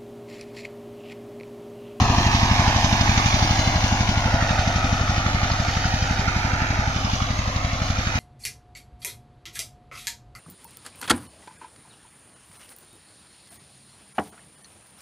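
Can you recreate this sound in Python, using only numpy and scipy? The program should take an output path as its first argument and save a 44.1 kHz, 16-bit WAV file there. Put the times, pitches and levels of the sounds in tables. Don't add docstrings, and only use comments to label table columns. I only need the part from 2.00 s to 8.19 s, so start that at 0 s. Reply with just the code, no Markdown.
import sys
import numpy as np
from scipy import signal
from scipy.fft import rfft, irfft
from scipy.io import wavfile
from scipy.ndimage import uniform_filter1d, map_coordinates

SR = 44100
rng = np.random.default_rng(int(sys.argv[2]) if len(sys.argv) > 2 else 0)


def to_wav(sig):
    pcm = np.clip(np.atleast_2d(sig), -1, 1) * 32767
    pcm = np.round(pcm).astype(np.int16)
    wavfile.write(sys.argv[1], SR, pcm.T)


N = 272979
T = np.arange(N) / SR
FREQ = np.maximum(np.arange(N + 1) * SR / (2 * N), 1e-3)
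START_M, AWAY_M_S = 6.96, 1.24


def undb(db):
    return 10 ** (np.asarray(db) / 20)


def unit(x):
    return x / np.sqrt(np.mean(x ** 2))


def curves(rows, at=T):
    s, *columns = np.transpose(rows)
    return [np.interp(at, s, column) for column in columns]


def filtered(x, response):
    return irfft(rfft(x, 2 * N) * response)[..., :N]


def resonance(hz, width_hz):
    return 1j * FREQ * width_hz / (hz ** 2 - FREQ ** 2 + 1j * FREQ * width_hz)


def colour(points):
    hz, db = np.transpose(points)
    return undb(np.interp(np.log(FREQ), np.log(hz), db))


def below(hz, order):
    return 1 / np.sqrt(1 + (FREQ / hz) ** (2 * order))


def delayed(x, ms):
    return map_coordinates(x, [np.arange(N) - ms * SR / 1000], order=3)


def cycle_clock(turns, at_ms):
    period_ms = 1000 * T[-1] / (turns[-1] - turns[0])
    place = turns - at_ms / period_ms
    nearest = np.round(place)
    return nearest.astype(int) + 2, (place - nearest) * period_ms


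def exhaust(turns, scatter_db=-0.2, rush_db=-18, rumble_db=-21.5, sub_db=-21.5, drone_db=-22, shake_ms=16):
    # (after the exhaust opens [ms], half length [ms], relative flow [out +, in -])
    strokes = [(.13, 1.21, 0.17), (21.15, 1.51, -0.084), (43.64, 1.83, 0.094), (73.04, 1.75, 0.067)]
    # (time [s], level change [dB])
    odd_firings = [(0.1, -0.9), (0.76, -1.2), (1.09, 1.8), (1.43, 1.3), (2.34, 1.3), (2.93, 1.9),
                   (3.1, 1.2), (3.68, -2.1), (4.79, 1.5), (4.96, -1.2), (5.48, -1.3), (5.73, -0.9),
                   (5.9, 1.5)]
    # (centre [Hz], width [Hz], relative level [dB])
    pipe = [(56.9, 5.8, 3.5), (91.8, 18.2, -2), (108.2, 1.9, -18), (126.8, 4.8, 3), (221, 150, -5),
            (217.1, 4.3, -8.5), (252.4, 6.2, -1.5)]
    flow = 0
    for at_ms, half_ms, size in strokes:
        cycle, ms = cycle_clock(turns, at_ms)
        strength, length = rng.standard_normal((cycle.max() + 1, 2)).T
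        cycle_half_ms = half_ms * (1 + 0.05 * length[cycle])
        puff = np.exp(-.5 * (ms / cycle_half_ms) ** 2)
        fuel_db = sum(db * (cycle == cycle[np.searchsorted(T, s)]) for s, db in odd_firings)
        flow = flow + size * undb(fuel_db + scatter_db * strength[cycle]) * puff
    silencer = sum(undb(db) * resonance(hz, width_hz) for hz, width_hz, db in pipe)
    thump = unit(filtered(flow, silencer * below(370, order=6)))

    _, ms = cycle_clock(turns, at_ms=5.2)
    turbulence = rng.standard_normal(N) * np.exp(-.5 * (ms / 3.8) ** 2)
    rush = filtered(turbulence, resonance(202.0, 91) * below(216, order=6))
    shake = np.exp(-.5 * (ms / shake_ms) ** 2)
    rumble = filtered(shake * rng.standard_normal(N), resonance(83, 47) * below(240, order=4))
    drone = filtered(rng.standard_normal(N), resonance(267.5, 28) ** 2)
    sub = filtered(shake * rng.standard_normal(N), resonance(42, 52) * below(200, order=4))
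    frame = undb(rumble_db) * unit(rumble) + undb(drone_db) * unit(drone) + undb(sub_db) * unit(sub)
    return thump + undb(rush_db) * unit(rush) + frame


def distance():
    return START_M + AWAY_M_S * T


def machinery(turns, scatter_db=2.0, gears_db=-4, ticks_db=-10, rise_ms=1, slack_ms=0.38, ring_db=-6,
              cam_db=-17, contact_hz=7400):
    # (after the exhaust opens [ms], decay [ms], relative level [dB],
    # centre [Hz], width [Hz], clean strike over its rattle [dB])
    knocks = [(64.5, 6.8, -3.5, 2060, 3600, -16.5), (-3, 14.8, -3.5, 5200, 14200, -21),
              (21, 3.9, 1, 510, 320, 1), (23, 5.5, -1, 9200, 3000, -18), (48, 3.9, -8, 820, 750, 2.5),
              (66.5, 4.8, -8, 710, 260, -1), (47.5, 4.5, -3.5, 3700, 3500, -13)]
    # (time [s], decay [ms], relative level [dB], centre [Hz], width [Hz])
    hard_knocks = [(0.603, 2.7, 0.5, 1180, 1200), (1.881, 3, 2.5, 5730, 1790), (2.411, 3.5, -1, 1900, 1405),
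                   (2.585, 3.5, 5, 1500, 800), (2.84, 4.4, 0.5, 775, 400), (3.262, 2.5, 2, 1300, 800),
                   (3.501, 3.7, 5, 900, 1200), (3.751, 3.3, 3, 2700, 1500), (3.842, 3.5, 5, 1510, 800),
                   (4.095, 2, 1, 2670, 1500), (4.276, 9.1, 0, 1373, 298), (5.156, 3, 5, 5900, 2600),
                   (5.203, 3.1, 1.5, 1240, 900), (5.611, 3.5, -2, 760, 400), (5.9, 3.5, 0.5, 1410, 800)]
    # (frequency [Hz], relative gain [dB])
    metal = [(150, -11.5), (300, -2.5), (450.0, -10), (520.0, -8.5), (570.0, -7), (640.0, -4.5),
             (720.0, -1.15), (820.0, -1.5), (920.0, -0.7), (1020.0, -2.8), (1130.0, -0.5), (1250.0, 3),
             (1400.0, 3.5), (1580.0, 0.5), (1800.0, 1.8), (2050.0, 1.2), (2300.0, -0.4), (2600.0, -3.5),
             (2900.0, -7.5), (3300.0, -12), (3900.0, -12.5), (4600.0, -13), (5300.0, -14), (5800.0, -13.5),
             (6400.0, -12), (7000.0, -22.5), (7500, -32.5), (8900, -35), (9900, -34.5), (15000, -42)]
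    chain = filtered(chain_ticks(), resonance(2700, 6800))
    drive = undb(gears_db) * rattle() + undb(ticks_db) * chain
    for at_ms, decay_ms, db, hz, width_hz, strike_db in knocks:
        cycle, ms = cycle_clock(turns, at_ms)
        strength, early = rng.standard_normal((cycle.max() + 1, 2)).T
        age_ms = np.maximum(ms + slack_ms * early[cycle], 0)
        force = undb(db + scatter_db * np.tanh(strength[cycle]))
        chatter = (1 - np.exp(-age_ms / rise_ms)) * np.exp(-age_ms / decay_ms)
        contact = np.diff(np.sign(age_ms), prepend=1) > 0
        blow = chatter * rattle()
        blow[0] += undb(strike_db) * chatter.std() * unit(contact)
        drive = drive + 2 * filtered(force * blow, resonance(hz, width_hz) * below(contact_hz, order=4))
    cam = filtered(cam_ticks(turns), resonance(1400, 3000) * below(contact_hz, order=4))
    drive[0] += undb(cam_db) * unit(cam)
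    crack = rattle()
    for s, decay_ms, db, hz, width_hz in hard_knocks:
        age_ms = 1000 * np.abs(T - s)
        burst = (T > s) * np.exp(-age_ms / decay_ms)
        ring = undb(ring_db) * np.sin(2 * np.pi * hz * (T - s))
        drive = drive + undb(db) * filtered(burst * (crack + ring), resonance(hz, width_hz))
    small_guards = loose_panels(drive, patchy_db=0.98, size=512)
    large_panels = loose_panels(small_guards, patchy_db=1.4, size=2048)
    return filtered(large_panels, colour(metal))


def rattle(grain_db=2.5):
    return unit(rng.standard_normal((3, N)) * undb(grain_db * rng.standard_normal(N)))


def cam_ticks(turns, count=17, uneven_db=4, scatter_db=1.5):
    places, wear = rng.random((count, 2)).T
    cycles = np.arange(np.ceil(turns[-1]))
    at = np.searchsorted(turns, cycles[:, None] + places)
    sizes = undb(uneven_db * (2 * wear - 1) + scatter_db * rng.standard_normal(at.shape))
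    ticks = np.bincount(at.ravel(), sizes.ravel(), N + 1)[:N]
    return unit(ticks - ticks.mean())


def chain_ticks(per_s=350, spread_db=2.5):
    falls = rng.random(N) < per_s / SR
    signs = rng.choice([-1, 1], (3, N))
    sizes = undb(spread_db * np.tanh(rng.standard_normal((3, N))))
    return unit(falls * signs * sizes)


def loose_panels(sound, patchy_db=1.5, size=512):
    spectra = signal.stft(sound, nperseg=size)[2]
    patches = rng.standard_normal(spectra.shape[1:])
    patches = uniform_filter1d(patches, size=3, axis=0)
    patches = uniform_filter1d(patches, size=9, axis=1)
    return signal.istft(spectra * undb(patchy_db * unit(patches)), nperseg=size)[1][:, :N]


def moving_off(ports, sway_db=0.71, hood_hz=1150, block_hz=2830):
    # (time [s], left level [dB], right level [dB])
    hood_levels = [(0.0, -24, -23), (0.35, -25.5, -25), (0.7, -24.5, -24.5), (1.2, -27.5, -26.5),
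                   (1.6, -27, -25.5), (2.1, -28.5, -26.5), (2.5, -28.5, -29), (2.9, -30.5, -27),
                   (3.35, -29, -28.5), (3.95, -31, -30), (4.3, -33, -30), (4.7, -32.0, -27.5),
                   (5.1, -31, -34.5), (5.5, -33.5, -31), (5.85, -33.5, -32.2), (6.19, -32, -33)]
    # (time [s], left level [dB], right level [dB])
    block_levels = [(0.0, -30.1, -27.6), (0.35, -28.5, -26.5), (0.699, -29.6, -24), (1.2, -29, -25),
                    (1.6, -31.3, -26.5), (2.1, -30.4, -26.5), (2.5, -30.5, -27.9), (2.9, -32, -27.5),
                    (3.35, -31.5, -28), (3.95, -36.5, -32), (4.3, -35.5, -27.5), (4.7, -32, -26),
                    (5.1, -34, -34), (5.5, -34.5, -31), (5.85, -35.5, -31), (6.19, -32.5, -28.5)]
    # (time [s], left level [dB], right level [dB])
    sizzle_levels = [(0.0, -28.5, -29.5), (0.35, -27.5, -27.0), (0.7, -28.5, -27.5), (1.2, -27.5, -25.3),
                     (1.6, -27.5, -28), (2.1, -30, -31), (2.5, -31.5, -33), (2.9, -33.5, -32.5),
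                     (3.35, -31.5, -32), (3.95, -32, -33), (4.3, -34.5, -32.0), (4.7, -33.5, -35.5),
                     (5.1, -33, -33), (5.5, -34.5, -33.7), (5.85, -34.5, -33.5), (6.19, -31.5, -32.3)]
    hood = filtered(ports, below(hood_hz, order=8) ** 2)
    body = filtered(ports, below(block_hz, order=8) ** 2)
    block = body - hood
    sizzle = (ports - body) * undb(sway_db * wander(27.93))
    parts = (hood, hood_levels), (block, block_levels), (sizzle, sizzle_levels)
    return sum(undb(curves(levels)) * part / part.std(axis=1, keepdims=True) for part, levels in parts)


def wander(rate):
    size = int(SR / rate)
    steps = np.repeat(rng.standard_normal(N // size + 1), size)
    smooth = uniform_filter1d(uniform_filter1d(steps, size), size)
    return 1.3 * smooth[:N]


def body_echo(sound, ms, db, centre_hz, width_hz, small_hz):
    bounce = resonance(centre_hz, width_hz) * (1 - below(small_hz, order=2) ** 2)
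    return undb(db) * delayed(filtered(sound, bounce), ms)


def field_scatter(sideways, db=0.0, small_hz=1500):
    return undb(db) * filtered(sideways, 1 - below(small_hz, order=2) ** 2)


def gear_hum(hz=508, width_hz=24, db=-49.0, pan_db=4.5):
    hum = unit(filtered(rng.standard_normal(N), resonance(hz, width_hz) ** 2))
    return undb(db + np.array([[pan_db], [-pan_db]]) / 2) * hum


def scene():
    # (time [s], firing rate [1/s])
    speed = [(0, 12.105), (2.4, 11.989), (2.9, 11.878), (3.5, 11.928), (3.8, 11.727), (4.1, 11.807),
             (5, 11.649), (5.6, 11.687), (6.19, 11.94)]
    # (time [s], treble lag of the right port [ms])
    bearing = [(0, 0.16), (2.5, 0.19), (4.5, 0.32), (5.3, 0.32), (6.19, 0.23)]
    # (time [s], left delay [ms], left level [dB], right delay [ms], right level [dB])
    chest_path = [(0.0, 1.16, -4, 1.16, -2.2), (0.35, 1.06, -10, 1.254, 0.5), (0.7, 1.21, -5, 1.29, -0.9),
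                  (1.2, 1.1, -13, 1.336, -1.5), (1.6, 1.4, -13, 1.43, -3), (2.1, 1.31, -4, 1.43, -8.5),
                  (2.5, 1.59, -7, 1.61, 1.7), (2.9, 1.61, 1.5, 1.59, -10), (3.35, 1.62, -7, 1.72, -3.5),
                  (3.95, 1.62, -1.5, 1.53, 0), (4.3, 1.583, -1, 1.675, -6), (4.7, 1.51, -4.5, 1.6, -8.5),
                  (5.1, 1.74, -12, 1.67, 1.2), (5.5, 1.88, -8.5, 1.95, -7), (5.85, 1.67, -2.5, 1.7, -4),
                  (6.19, 1.74, -23, 1.54, -1)]
    # (time [s], left delay [ms], left level [dB], right delay [ms], right level [dB])
    arms_path = [(0.0, 1.9, -13, 1.54, -22), (0.35, 2, -1, 1.15, -26), (0.7, 1.96, -11, 1.73, -12),
                 (1.2, 1.96, 2.5, 1.7, -32), (1.6, 2.07, 0, 1.46, -26), (2.1, 2.2, -5, 1.54, -21),
                 (2.5, 2.47, -6, 1.94, -12), (2.9, 2.4, -27, 2.03, -14), (3.35, 2.3, -15, 2.06, -9),
                 (3.95, 2.4, -17, 1.77, -6), (4.3, 1.6, -29, 1.98, -2), (4.7, 2.18, -20, 1.9, -7),
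                 (5.1, 2.19, -9, 2.17, -1), (5.5, 2.37, -4, 2.2, -15), (5.85, 2.4, -4, 2.02, -21),
                 (6.19, 2.1, -9, 1.93, -10)]
    (firing_hz,), (lag_ms,) = curves(speed), curves(bearing)
    chest, arms = curves(chest_path), curves(arms_path)
    first_firing_s = .0180
    turns = np.cumsum(firing_hz) / SR - first_firing_s * firing_hz[0]
    thump = exhaust(turns) * undb(-19.5) * START_M / distance()
    clatter, from_left, from_right = machinery(turns)

    left = clatter + body_echo(clatter, *chest[:2], centre_hz=1440, width_hz=26000, small_hz=400)
    left = left - body_echo(clatter, *arms[:2], centre_hz=230, width_hz=920, small_hz=400)

    low = filtered(clatter, below(1160, order=2) ** 2)
    right = delayed(low, 0.76 * lag_ms) + 0.4 * delayed(clatter - low, lag_ms)
    right = right + body_echo(clatter, *chest[2:], centre_hz=2850, width_hz=13200, small_hz=235)
    right = right - body_echo(clatter, *arms[2:], centre_hz=1600, width_hz=3200, small_hz=235)
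    hand = body_echo(clatter, ms=0.63, db=-11.5, centre_hz=1500, width_hz=17000, small_hz=239)
    right = right - hand

    ports = np.array([left + field_scatter(from_left, db=-1), right + field_scatter(from_right, db=-1)])
    thump_ports = np.array([undb(1.07) * thump, thump])
    return moving_off(ports) + gear_hum() + thump_ports


def record(dry):
    top_hz = 15300
    steep = signal.ellip(10, .1, 80, top_hz, fs=SR, output="sos")
    return signal.sosfilt(steep, dry)


dry = scene()
out = record(dry)
to_wav(out)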